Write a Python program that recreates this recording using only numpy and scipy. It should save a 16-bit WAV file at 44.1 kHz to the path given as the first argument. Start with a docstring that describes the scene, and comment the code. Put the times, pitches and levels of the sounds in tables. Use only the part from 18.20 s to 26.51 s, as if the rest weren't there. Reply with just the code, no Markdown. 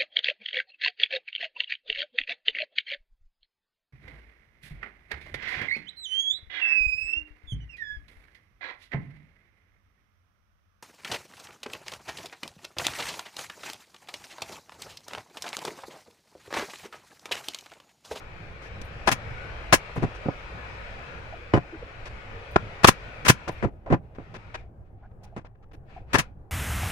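"""Workshop bench: a pneumatic brad nailer fixes thin slats to a small wooden crate, near a phone.
Each shot is a chattering blow of the driver and a puff of exhaust air, made of noise through resonances.
Between shots tools and crate land, click, ring (dying sines) and scuff (noise through a damped mode).
Coloured noise makes a low rumble and a hiss that falls away after five seconds, then returns in swells."""
import sys
import numpy as np
from scipy import signal
from scipy.fft import rfft, irfft
from scipy.io import wavfile
from scipy.ndimage import uniform_filter1d

SR = 44100
rng = np.random.default_rng(int(sys.argv[2]) if len(sys.argv) > 2 else 0)


def persist_wave(psi):
    """Save psi, clipped to +-1, as 16-bit WAV."""
    counts = np.round(np.clip(psi, -1, 1) * 32767).astype(np.int16)
    wavfile.write(sys.argv[1], SR, np.atleast_2d(counts).T)


N = 366471
SIZE = 16384  # samples per event
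LEAD = 200  # samples of lead-in before a contact
HZ = np.fft.rfftfreq(SIZE, 1 / SR)


def gain_of(db):
    """Decibels to gain."""
    return 10 ** (np.asarray(db) / 20)


def evened(x):
    """Scales to rms 1."""
    return x / np.sqrt(np.mean(x ** 2) + 1e-20)


def read(points, hz):
    """Reads a table on a log-frequency axis."""
    f, value = np.transpose(points)
    return np.interp(np.log(hz + 1), np.log(f + 1), value)


def level(points):
    """A (time [s], level [dB]) table as a gain for every sample."""
    return gain_of(np.interp(np.arange(N) / SR, *np.transpose(points)))


def add(mix, s, sound):
    """Mixes a sound in at time s."""
    part = mix[:, round(s * SR):][:, :sound.shape[1]]
    part += sound[:, :part.shape[1]]


def shape(colour, modes, hz):
    """A broad colour plus resonance peaks, in dB."""
    peaks_db = sum(db / (1 + (2 * (hz - centre) / width) ** 2) for centre, width, db in modes)
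    return read(colour, hz) + peaks_db


# port balance: (frequency [Hz], left-right [dB])
PORT_BALANCE = [(60, -1), (400, 0), (800, -0.5), (1300, 9), (1800, 11.5), (2500, 4.5), (4000, -2.5),
                (6000, -3), (10000, 2), (15000, -2)]
# port likeness, near and diffuse sound: (frequency [Hz], correlation [-1..1])
NEAR_LIKENESS = [(60, 0.4), (130, 0.3), (300, 1), (640, 0.83), (950, 0.3), (1400, -0.52), (3000, -0.1),
                 (15000, 0)]
DIFFUSE_LIKENESS = [(60, 0.83), (130, 0.99), (300, 0.71), (640, 0.6), (1400, -0.31), (3000, 0.027)]


def ports(z, hz, likeness):
    """Two unrelated spectra become two microphone ports, correlated and balanced by frequency."""
    same = np.clip(read(likeness, hz), -1, 1)
    right = same * z[0] + np.sqrt(1 - same ** 2) * z[1]
    lean = gain_of(read(PORT_BALANCE, hz) / 2)
    return np.array([z[0] * lean, right / lean])


def causal(db):
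    """Minimum-phase response of a gain curve: it rings only after the blow."""
    log_gain = np.log(gain_of(np.concatenate([db, db[-2:0:-1]])))
    return np.exp(np.conj(signal.hilbert(log_gain)))[:len(HZ)]


def chatter(length_s, rise_s, t60_s, grain_db, punch):
    """Whitened spectrum of a force: a first punch, then uneven micro-impacts that hold and die."""
    t = np.arange(SIZE) / SR
    onset = (1 - np.exp(-t / rise_s)) * (1 + punch * np.exp(-t / 0.0081))
    envelope = onset * gain_of(-60 * np.maximum(t - length_s, 0) / t60_s)
    sizes = gain_of(grain_db * np.repeat(rng.standard_normal(SIZE // 32), 32))
    z = rfft(rng.standard_normal((2, SIZE)) * sizes * envelope)
    return z / np.sqrt(uniform_filter1d(abs(z) ** 2, size=90, axis=1) + 1e-12)


SLAT_WIDTH_HZ, SLAT_LIFT_DB = 290, 6.5


def strikes(rows, colour, modes, rise_s, t60_s, grain_db, punch):
    """A force drives a resonant body: bass and tilt set the contact, struck wood adds its note."""
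    bass = 1 / (1 + (HZ / 400) ** 4)
    octaves = np.log2(1 + (HZ / 1200) ** 2) / 2
    # fade-in over the lead, so the burst starts without a step
    fade = np.minimum(np.arange(SIZE // 2) / LEAD, 1) ** 2
    out = np.zeros((2, N))
    for s, db, length_s, bass_db, tilt_db, pan_db, *notes_hz in rows:
        notes = [(hz, SLAT_WIDTH_HZ, SLAT_LIFT_DB) for hz in notes_hz]
        body_db = shape(colour, list(modes) + notes, HZ) + bass_db * bass + tilt_db * octaves
        force = ports(chatter(length_s, rise_s, t60_s, grain_db, punch), HZ, NEAR_LIKENESS)
        sound = irfft(force * causal(body_db))
        sound = np.roll(sound, LEAD, axis=1)[:, :SIZE // 2] * fade
        # level holds over the contact, not over the whole buffer
        sound = evened(sound) * np.sqrt((length_s + t60_s / 10) * SR / (SIZE // 2))
        add(out, s - LEAD / SR, sound * gain_of([[db + pan_db / 2], [db - pan_db / 2]]))
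    return out


def rings(rows, modes):
    """A struck part rings in a few dying modes."""
    t, out = np.arange(SIZE) / SR, np.zeros((2, N))
    for s, db, *_ in rows:
        ring = np.zeros(SIZE)
        for hz, mode_db, t60_s in modes:
            ring += gain_of(mode_db - 60 * t / t60_s) * np.sin(2 * np.pi * (hz * t + rng.random()))
        add(out, s, gain_of(db) * (ring * (1 - np.exp(-t / 0.0013)))[None])
    return out


def wash(colour, modes, patchy_db, flutter_db):
    """Steady noise of rms 1: a colour, resonances, drifting patches and a shared flutter."""
    hz, frames = np.fft.rfftfreq(4096, 1 / SR), N // 1024 + 5
    real, imag = rng.standard_normal((2, 2, frames, len(hz)))
    patches = uniform_filter1d(rng.standard_normal((frames, len(hz))), size=5, axis=0)
    patches = evened(uniform_filter1d(patches, size=14, axis=1))
    flutter = evened(uniform_filter1d(rng.standard_normal((frames, 1)), size=3, axis=0))
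    gain = gain_of(shape(colour, modes, hz) + patchy_db * patches + flutter_db * flutter)
    z = ports(real + 1j * imag, hz, DIFFUSE_LIKENESS) * gain
    return evened(signal.istft(z.transpose(0, 2, 1), nperseg=4096, noverlap=3072)[1][:, :N])


# rumble colour: (frequency [Hz], relative density [dB per Hz])
RUMBLE_COLOUR = [(20, -2.5), (45, -2), (62, 1.5), (80, -9.5), (100, -3), (135, -9), (250, -18.5),
                 (420, -20.5), (720, -24), (1100, -34), (2000, -47), (4000, -65), (8000, -65), (16000, -66)]
# rumble resonances: (frequency [Hz], width [Hz], lift [dB])
RUMBLE_MODES = [(66, 25, 1.5), (98, 19, 4), (787, 82, 6)]
# rumble level: (time [s], level [dB])
RUMBLE_LEVEL = [(0, -42), (1.3, -40.5), (2.6, -44), (4, -44.5), (5.2, -41), (5.8, -43), (6.7, -47),
                (7.4, -46), (8.3, -46)]


def rumble():
    """Low rumble of the shed: bass-heavy noise with slow level drift."""
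    return level(RUMBLE_LEVEL) * wash(RUMBLE_COLOUR, RUMBLE_MODES, patchy_db=2.0, flutter_db=2.0)


# hiss drift until it dies away: (time [s], relative level [dB])
HISS_DRIFT = [(0.0, -52), (0.38, -52), (0.68, -49.5), (1.0, -47), (2.09, -47.5), (2.85, -47), (3.41, -52.5),
              (4.6, -47.5), (5.3, -51)]
# later swells of the hiss: (time [s], relative level [dB], hold [s])
HISS_SWELLS = [(5.522, -75.5, .14), (5.84, -73, .12), (5.99, -60, 0.14), (6.16, -57, 0.24),
               (6.66, -76, 0.014), (6.79, -79, 0.086), (7.045, -66.5, .03), (7.154, -73, 0.034),
               (7.701, -59, .08), (7.913, -54.5, 0.037), (7.98, -43, 0.017)]
STOP_S, STOP_FALL_DB_PER_S, LEFT_DB = 5.43, 326, -42  # LEFT_DB: trace that stays, re drift
SWELL_RISE_DB_PER_S, SWELL_FALL_DB_PER_S = 452, 290


def hiss_level():
    """The hiss drifts, dies away, and comes back in swells that rise, hold and fade."""
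    t = np.arange(N) / SR
    gain = level(HISS_DRIFT) * gain_of(np.clip((STOP_S - t) * STOP_FALL_DB_PER_S, LEFT_DB, 0))
    for s, db, hold_s in HISS_SWELLS:
        rise_db = SWELL_RISE_DB_PER_S * np.maximum(s - t, 0)
        fall_db = SWELL_FALL_DB_PER_S * np.maximum(t - s - hold_s, 0)
        gain = np.maximum(gain, gain_of(db - rise_db - fall_db))
    return gain


# hiss colour: (frequency [Hz], relative density [dB per Hz])
HISS_COLOUR = [(100, -26.5), (300, -7.5), (480, 2.5), (620, 1), (900, -1.5), (1350, -2.5), (1800, -3.5),
               (2500, -5), (3300, -11.5), (4800, -19), (7000, -28.5), (10000, -39), (13000, -47),
               (16000, -49.5)]
# hiss resonances: (frequency [Hz], width [Hz], lift [dB])
HISS_MODES = [(460, 25, 2.5), (553.7, 16, 4), (1274, 41, 4), (1463, 61, 5.5), (1920, 40, 1),
              (2230, 63, 5.5), (2401, 72, 6.5), (2580, 120, 5)]


def hiss():
    """Workshop hiss: coloured noise under the hiss level."""
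    return gain_of(5.0) * hiss_level() * wash(HISS_COLOUR, HISS_MODES, patchy_db=2.0, flutter_db=-0.12)


# tail decay: (frequency [Hz], t60 [s])
ROOM_DECAY = [(60, 0.14), (130, 0.19), (400, 0.031), (1500, .11), (5000, .1), (15000, .08)]


def room(x):
    """A short, dry tail of scattered noise follows each sound, longest in the bass."""
    _, t, z = signal.stft(rng.standard_normal((2, SR // 2)), SR, nperseg=256)
    hz = np.fft.rfftfreq(256, 1 / SR)
    tail = signal.istft(z * gain_of(-60 * t / read(ROOM_DECAY, hz)[:, None]), SR, nperseg=256)[1]
    tail = tail * np.minimum(np.arange(tail.shape[1]) / SR / 0.02, 1)  # 20 ms fade-in
    return signal.fftconvolve(x, tail / np.linalg.norm(tail[0]), axes=1)[:, :N]


# hose coupling moves: (time [s], level [dB])
COUPLING_MOVES = [(.645, -68), (1.755, -65), (4.31, -67), (5.315, -67), (5.37, -76), (7.53, -76.5)]
# coupling modes: (frequency [Hz], relative level [dB], t60 [s])
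COUPLING_MODES = [(9240, 2, 0.17), (13440, -13, 0.12), (13900, 0.5, .14)]


def coupling_tinkles():
    """The hose coupling rings in high modes as the nailer moves."""
    return rings(COUPLING_MOVES, COUPLING_MODES)


# pliers dropped: (time [s], level [dB])
PLIERS_DROPS = [(3.337, -30)]
# pliers modes: (frequency [Hz], relative level [dB], t60 [s])
PLIERS_MODES = [(2940, 1, 0.07), (3080, -12, .08), (4870, -11.5, 0.073), (5430, -15, 0.083)]


def pliers():
    """The dropped pliers ring in their metal modes."""
    return rings(PLIERS_DROPS, PLIERS_MODES)


# dry slat scuffs: (time [s], level [dB], length [s], pitch [Hz])
SLAT_SCUFFS = [(3.121, -40.5, 0.024, 690), (3.517, -40.5, 0.046, 350), (3.619, -38, 0.016, 508),
               (5.659, -41, 0.031, 630), (6.809, -58, 0.065, 740), (6.825, -63.5, 0.048, 1460),
               (7.015, -57.5, 0.064, 766), (7.117, -54, 0.03, 700), (7.428, -64.5, 0.021, 1300),
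               (7.756, -44.5, 0.031, 738)]


def scuffs(sharpness):
    """A swell of friction noise excites one damped mode of a slat."""
    out = np.zeros((2, N))
    for s, db, length_s, hz in SLAT_SCUFFS:
        count = int(length_s * SR)
        friction = rng.standard_normal(SIZE)[:count] * signal.windows.tukey(count, .5)
        mode = 1 / (1 + 1j * sharpness * (HZ / hz - hz / (HZ + 1))) ** 2
        sound = evened(irfft(rfft(friction, SIZE) * mode)[None])
        add(out, s, gain_of(db) * sound * np.sqrt(count / SIZE))
    return out


# clicks and scrapes of metal and slats:
# (time [s], level [dB], length [s], bass [dB], treble tilt [dB per octave])
LIGHT_CLICKS = [(0.418, -49.5, 0.064, 3, 0), (0.614, -39.5, 0.0047, 21.5, 6.5), (1.823, -49, 0.015, -5, 5),
                (1.946, -49, 0.024, -2, 0.5), (3.854, -41.5, 0.027, -8, -1), (4.362, -33.5, 0.0016, -2, 5),
                (5.279, -39.5, 0.014, -3, 5), (5.947, -53.5, 0.018, -8, -5), (6.139, -41, .03, 0.5, -3),
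                (6.342, -33.5, 0.017, -18, -4), (6.91, -58, 0.0099, 7, -12), (7.032, -59, 0.021, 4, 8.5),
                (7.162, -47, .036, -4, -10), (7.247, -53.5, 0.024, -6, -5), (7.35, -63, 0.0084, -14, -12),
                (7.425, -65.5, 0.019, -4, -3), (7.513, -54, 0.0087, 2, -6), (7.531, -50, 0.022, 13.5, -2.5)]
# click colour: (frequency [Hz], relative density [dB per Hz])
CLICK_COLOUR = [(30, -22), (200, 3.5), (550, 5.5), (1200, 2), (2400, 1), (4000, -5), (6300, -10.5),
                (9000, -21.5), (16000, -37)]
# nailer body resonances, also for the blows: (frequency [Hz], width [Hz], lift [dB])
NAILER_MODES = [(352, 160, 3.5), (628, 80, 1.5), (1024, 68, 5), (1067, 26, 1.5), (1349, 70, 2),
                (1670, 96, 4.5), (1987, 42, 1.5), (2535, 190, 5.5), (2866, 16, 3), (3473, 63, 4.5),
                (4670, 64, 4), (5100, 57, 6.5), (5530, 110, 5), (6000, 200, 5), (7140, 40, 3),
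                (8740, 49, 10), (9100, 110, 9.5)]
CLICK_PAN_DB = 0.5  # left-right


def clicks():
    """Light contacts: short scrapes of noise through the nailer resonances."""
    rows = [(*row, CLICK_PAN_DB) for row in LIGHT_CLICKS]
    return strikes(rows, CLICK_COLOUR, NAILER_MODES, rise_s=0.0021, t60_s=0.017, grain_db=1.5, punch=0.31)


# tools and crate landing: (time [s], level [dB], contact length [s], bass [dB],
# treble tilt [dB per octave], left-right [dB], rebound below the knock [dB])
LANDINGS = [(1.761, -30, 0.02, -0.5, 6, 1.5, 16), (1.775, -23.5, 0.0047, 18, -2, -3, 14),
            (1.8226, -20.5, 0.025, 4.5, 3, 2, 21), (2.057, -25.5, 0.008, 1, -13, 1, 14),
            (2.084, -18.5, .0023, -11, -18, -2.5, 33), (3.336, -11, 0.0067, -1.5, 1.5, -1, 8),
            (5.276, -27.5, .021, -9.5, 2.5, 0.5, 24), (5.425, -23, 0.023, 0, 2.5, 4, 19),
            (5.444, -19.5, .013, 8.5, 1, -1, 18.5), (5.661, -38, 0.0032, -18, -2, -5.5, 4.5),
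            (5.701, -18.5, .029, 7, 1, 0, 24), (5.723, -14.5, .021, 0, .5, -2.5, 31),
            (5.984, -31.5, 0.0028, -4.5, -6.5, -2, 14.5), (7.163, -35, 0.021, 0.5, 5.5, -1, 21),
            (7.244, -47.5, .0046, -31, -17, 0, 17)]
# bench top modes: (frequency [Hz], relative level [dB], t60 [s])
BENCH_MODES = [(123, 6, 0.1), (156, -2, 0.06), (184.3, 0, 0.13), (276, 0, 0.15), (366, -6, 0.13)]


def bench_ring():
    """The bench top hums on in low modes after each knock."""
    return gain_of(-16.0) * rings(LANDINGS, BENCH_MODES)


# knock colour: (frequency [Hz], relative density [dB per Hz])
KNOCK_COLOUR = [(30, -11), (70, -5), (120, 3.5), (220, -3), (400, -3.5), (700, -7), (1200, -15.5),
                (2400, -25.5), (4000, -41), (7000, -49.5), (11000, -65), (16000, -85)]
# wood resonances: (frequency [Hz], width [Hz], lift [dB])
WOOD_MODES = [(190, 280, 4.4), (340, 59, 2.6), (538, 26, 1.1), (706, 28, 4.4), (1009, 81, 5.5),
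              (1390, 130, 2), (2015, 110, 3.1), (2530, 60, 3)]
REBOUND_GAP_S, REBOUND_S = .0045, 0.032


def knocks():
    """Objects land on the bench, each with a weaker rattle to rest of the same tone."""
    rows = []
    for s, db, length_s, *tone, rebound_db in LANDINGS:
        rows.append((s, db, length_s, *tone))
        rows.append((s + length_s + REBOUND_GAP_S, db - rebound_db, REBOUND_S, *tone))
    return strikes(rows, KNOCK_COLOUR, WOOD_MODES, rise_s=0.00088, t60_s=0.038, grain_db=3.5, punch=0.41)


# one row per nail: (blow time [s], blow level [dB], chatter length [s], bass [dB],
# treble tilt [dB per octave], left-right [dB], slat note [Hz], trigger valve level [dB],
# exhaust delay [s], exhaust level [dB], exhaust length [s], exhaust tilt [dB per octave],
# piston return level [dB])
NAIL_SHOTS = [(.873, -16, 0.022, -3.5, -1, 4, 824, -43, .0405, -20.5, 0.014, 1.5, -35),
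              (1.525, -10.5, 0.018, -6.5, -0.5, 1.5, 736, -59, .001, -15, 0.02, 3, -30),
              (4.6439, 0, .0072, -1, -2.5, 0.5, 1180, -24, 0.028, -13, 0.016, 3.5, -7),
              (5.0599, -22.5, .01, -6, 0, 5, 1521, -26, .021, -11, .021, 2.5, -10),
              (7.942, -16, .022, 5, -2, 4, 1760, -23.5, 0.041, -20, .016, 1, -32)]
# tones: (bass [dB], treble tilt [dB per octave], left-right [dB])
VALVE_TIMBRE = (-2, -1.5, 0)
MAGAZINE_TIMBRE = (-1.5, -2.2, 2)
RETURN_TIMBRE = (7, -.3, 1.5)
VALVE_LEAD_S, VALVE_S = .011, .027
MAGAZINE_GAP_S, MAGAZINE_DB, MAGAZINE_S = .003, -31.5, .013
EXHAUST_BASS_DB, EXHAUST_PAN_DB = 4, .3
RETURN_SHARE, RETURN_S = .75, 0.0091  # share of the exhaust length before the piston hits its stop


def firing():
    """Shot sequence: valve hiss, driver blow, nail strip rattle, exhaust puff, piston return."""
    metal, puffs = [], []
    for (s, db, length_s, bass_db, tilt_db, pan_db, slat_hz, valve_db,
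         delay_s, vent_db, vent_s, vent_tilt_db, return_db) in NAIL_SHOTS:
        vent_at = s + delay_s
        puffs.append((s - VALVE_LEAD_S, valve_db, VALVE_S, *VALVE_TIMBRE))
        metal.append((s, db, length_s, bass_db, tilt_db, pan_db, slat_hz))
        metal.append((s + length_s + MAGAZINE_GAP_S, MAGAZINE_DB, MAGAZINE_S, *MAGAZINE_TIMBRE))
        puffs.append((vent_at, vent_db, vent_s, EXHAUST_BASS_DB, vent_tilt_db, EXHAUST_PAN_DB))
        metal.append((vent_at + RETURN_SHARE * vent_s, return_db, RETURN_S, *RETURN_TIMBRE, slat_hz))
    return metal, puffs


# air colour: (frequency [Hz], relative density [dB per Hz])
AIR_COLOUR = [(30, -10), (70, 0.5), (120, 9), (250, -0.5), (450, -7), (1000, -2), (2300, -1.5), (3500, -9),
              (6500, -12), (10000, -16.5), (13000, -25), (16000, -27.5)]
# exhaust port resonances: (frequency [Hz], width [Hz], lift [dB])
EXHAUST_MODES = [(1010, 70, 4.5), (1376, 63, 2), (2640, 250, 4), (3207, 200, 4), (5256, 78, 7),
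                 (5760, 140, 3), (6320, 180, 6), (6640, 81, 4.5)]


def nailer_air(puffs):
    """Valve and exhaust air: noise bursts through the port resonances."""
    return strikes(puffs, AIR_COLOUR, EXHAUST_MODES, rise_s=0.0017, t60_s=0.05, grain_db=-0.5, punch=.1)


# nailer bumped as it is snatched up: (time [s], level [dB], length [s], bass [dB],
# treble tilt [dB per octave], left-right [dB], wood note [Hz])
NAILER_BUMP = [(4.3591, -7, 0.0054, 2.5, -10, -1, 1380)]
# blow colour: (frequency [Hz], relative density [dB per Hz])
BLOW_COLOUR = [(30, -14), (80, -3.5), (160, -1), (400, -4.5), (750, -2), (1300, -3.5), (2000, -8),
               (3200, -10.5), (5500, -15.5), (8000, -21.5), (11000, -27), (16000, -40)]


def nailer_blows(metal):
    """Driver, nail strip, piston and bump: chattering forces ring the nailer body."""
    rows = metal + NAILER_BUMP
    return strikes(rows, BLOW_COLOUR, NAILER_MODES, rise_s=0.0013, t60_s=0.0057, grain_db=0.5, punch=1.0)


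def scene():
    """Workshop air, bench work and nailer."""
    background = rumble() + hiss()
    small = coupling_tinkles() + pliers() + scuffs(sharpness=4.1)
    contacts = clicks() + knocks()
    metal, puffs = firing()
    air, blows = nailer_air(puffs), nailer_blows(metal)
    echo = room(gain_of(-22) * blows + gain_of(-23.0) * air + gain_of(-20.5) * (contacts + small))
    return background + small + bench_ring() + contacts + air + blows + echo


EDGE_HZ = 16000


def record(dry):
    """The loudest peaks overload the phone (soft clip); then the band limit."""
    clipped = dry / (1 + dry ** 12) ** (1 / 12)
    lowpass = signal.firwin(401, EDGE_HZ, window=("kaiser", 8), fs=SR)
    return signal.oaconvolve(clipped, lowpass[None], "same")


dry = scene()
out = record(dry)
persist_wave(out)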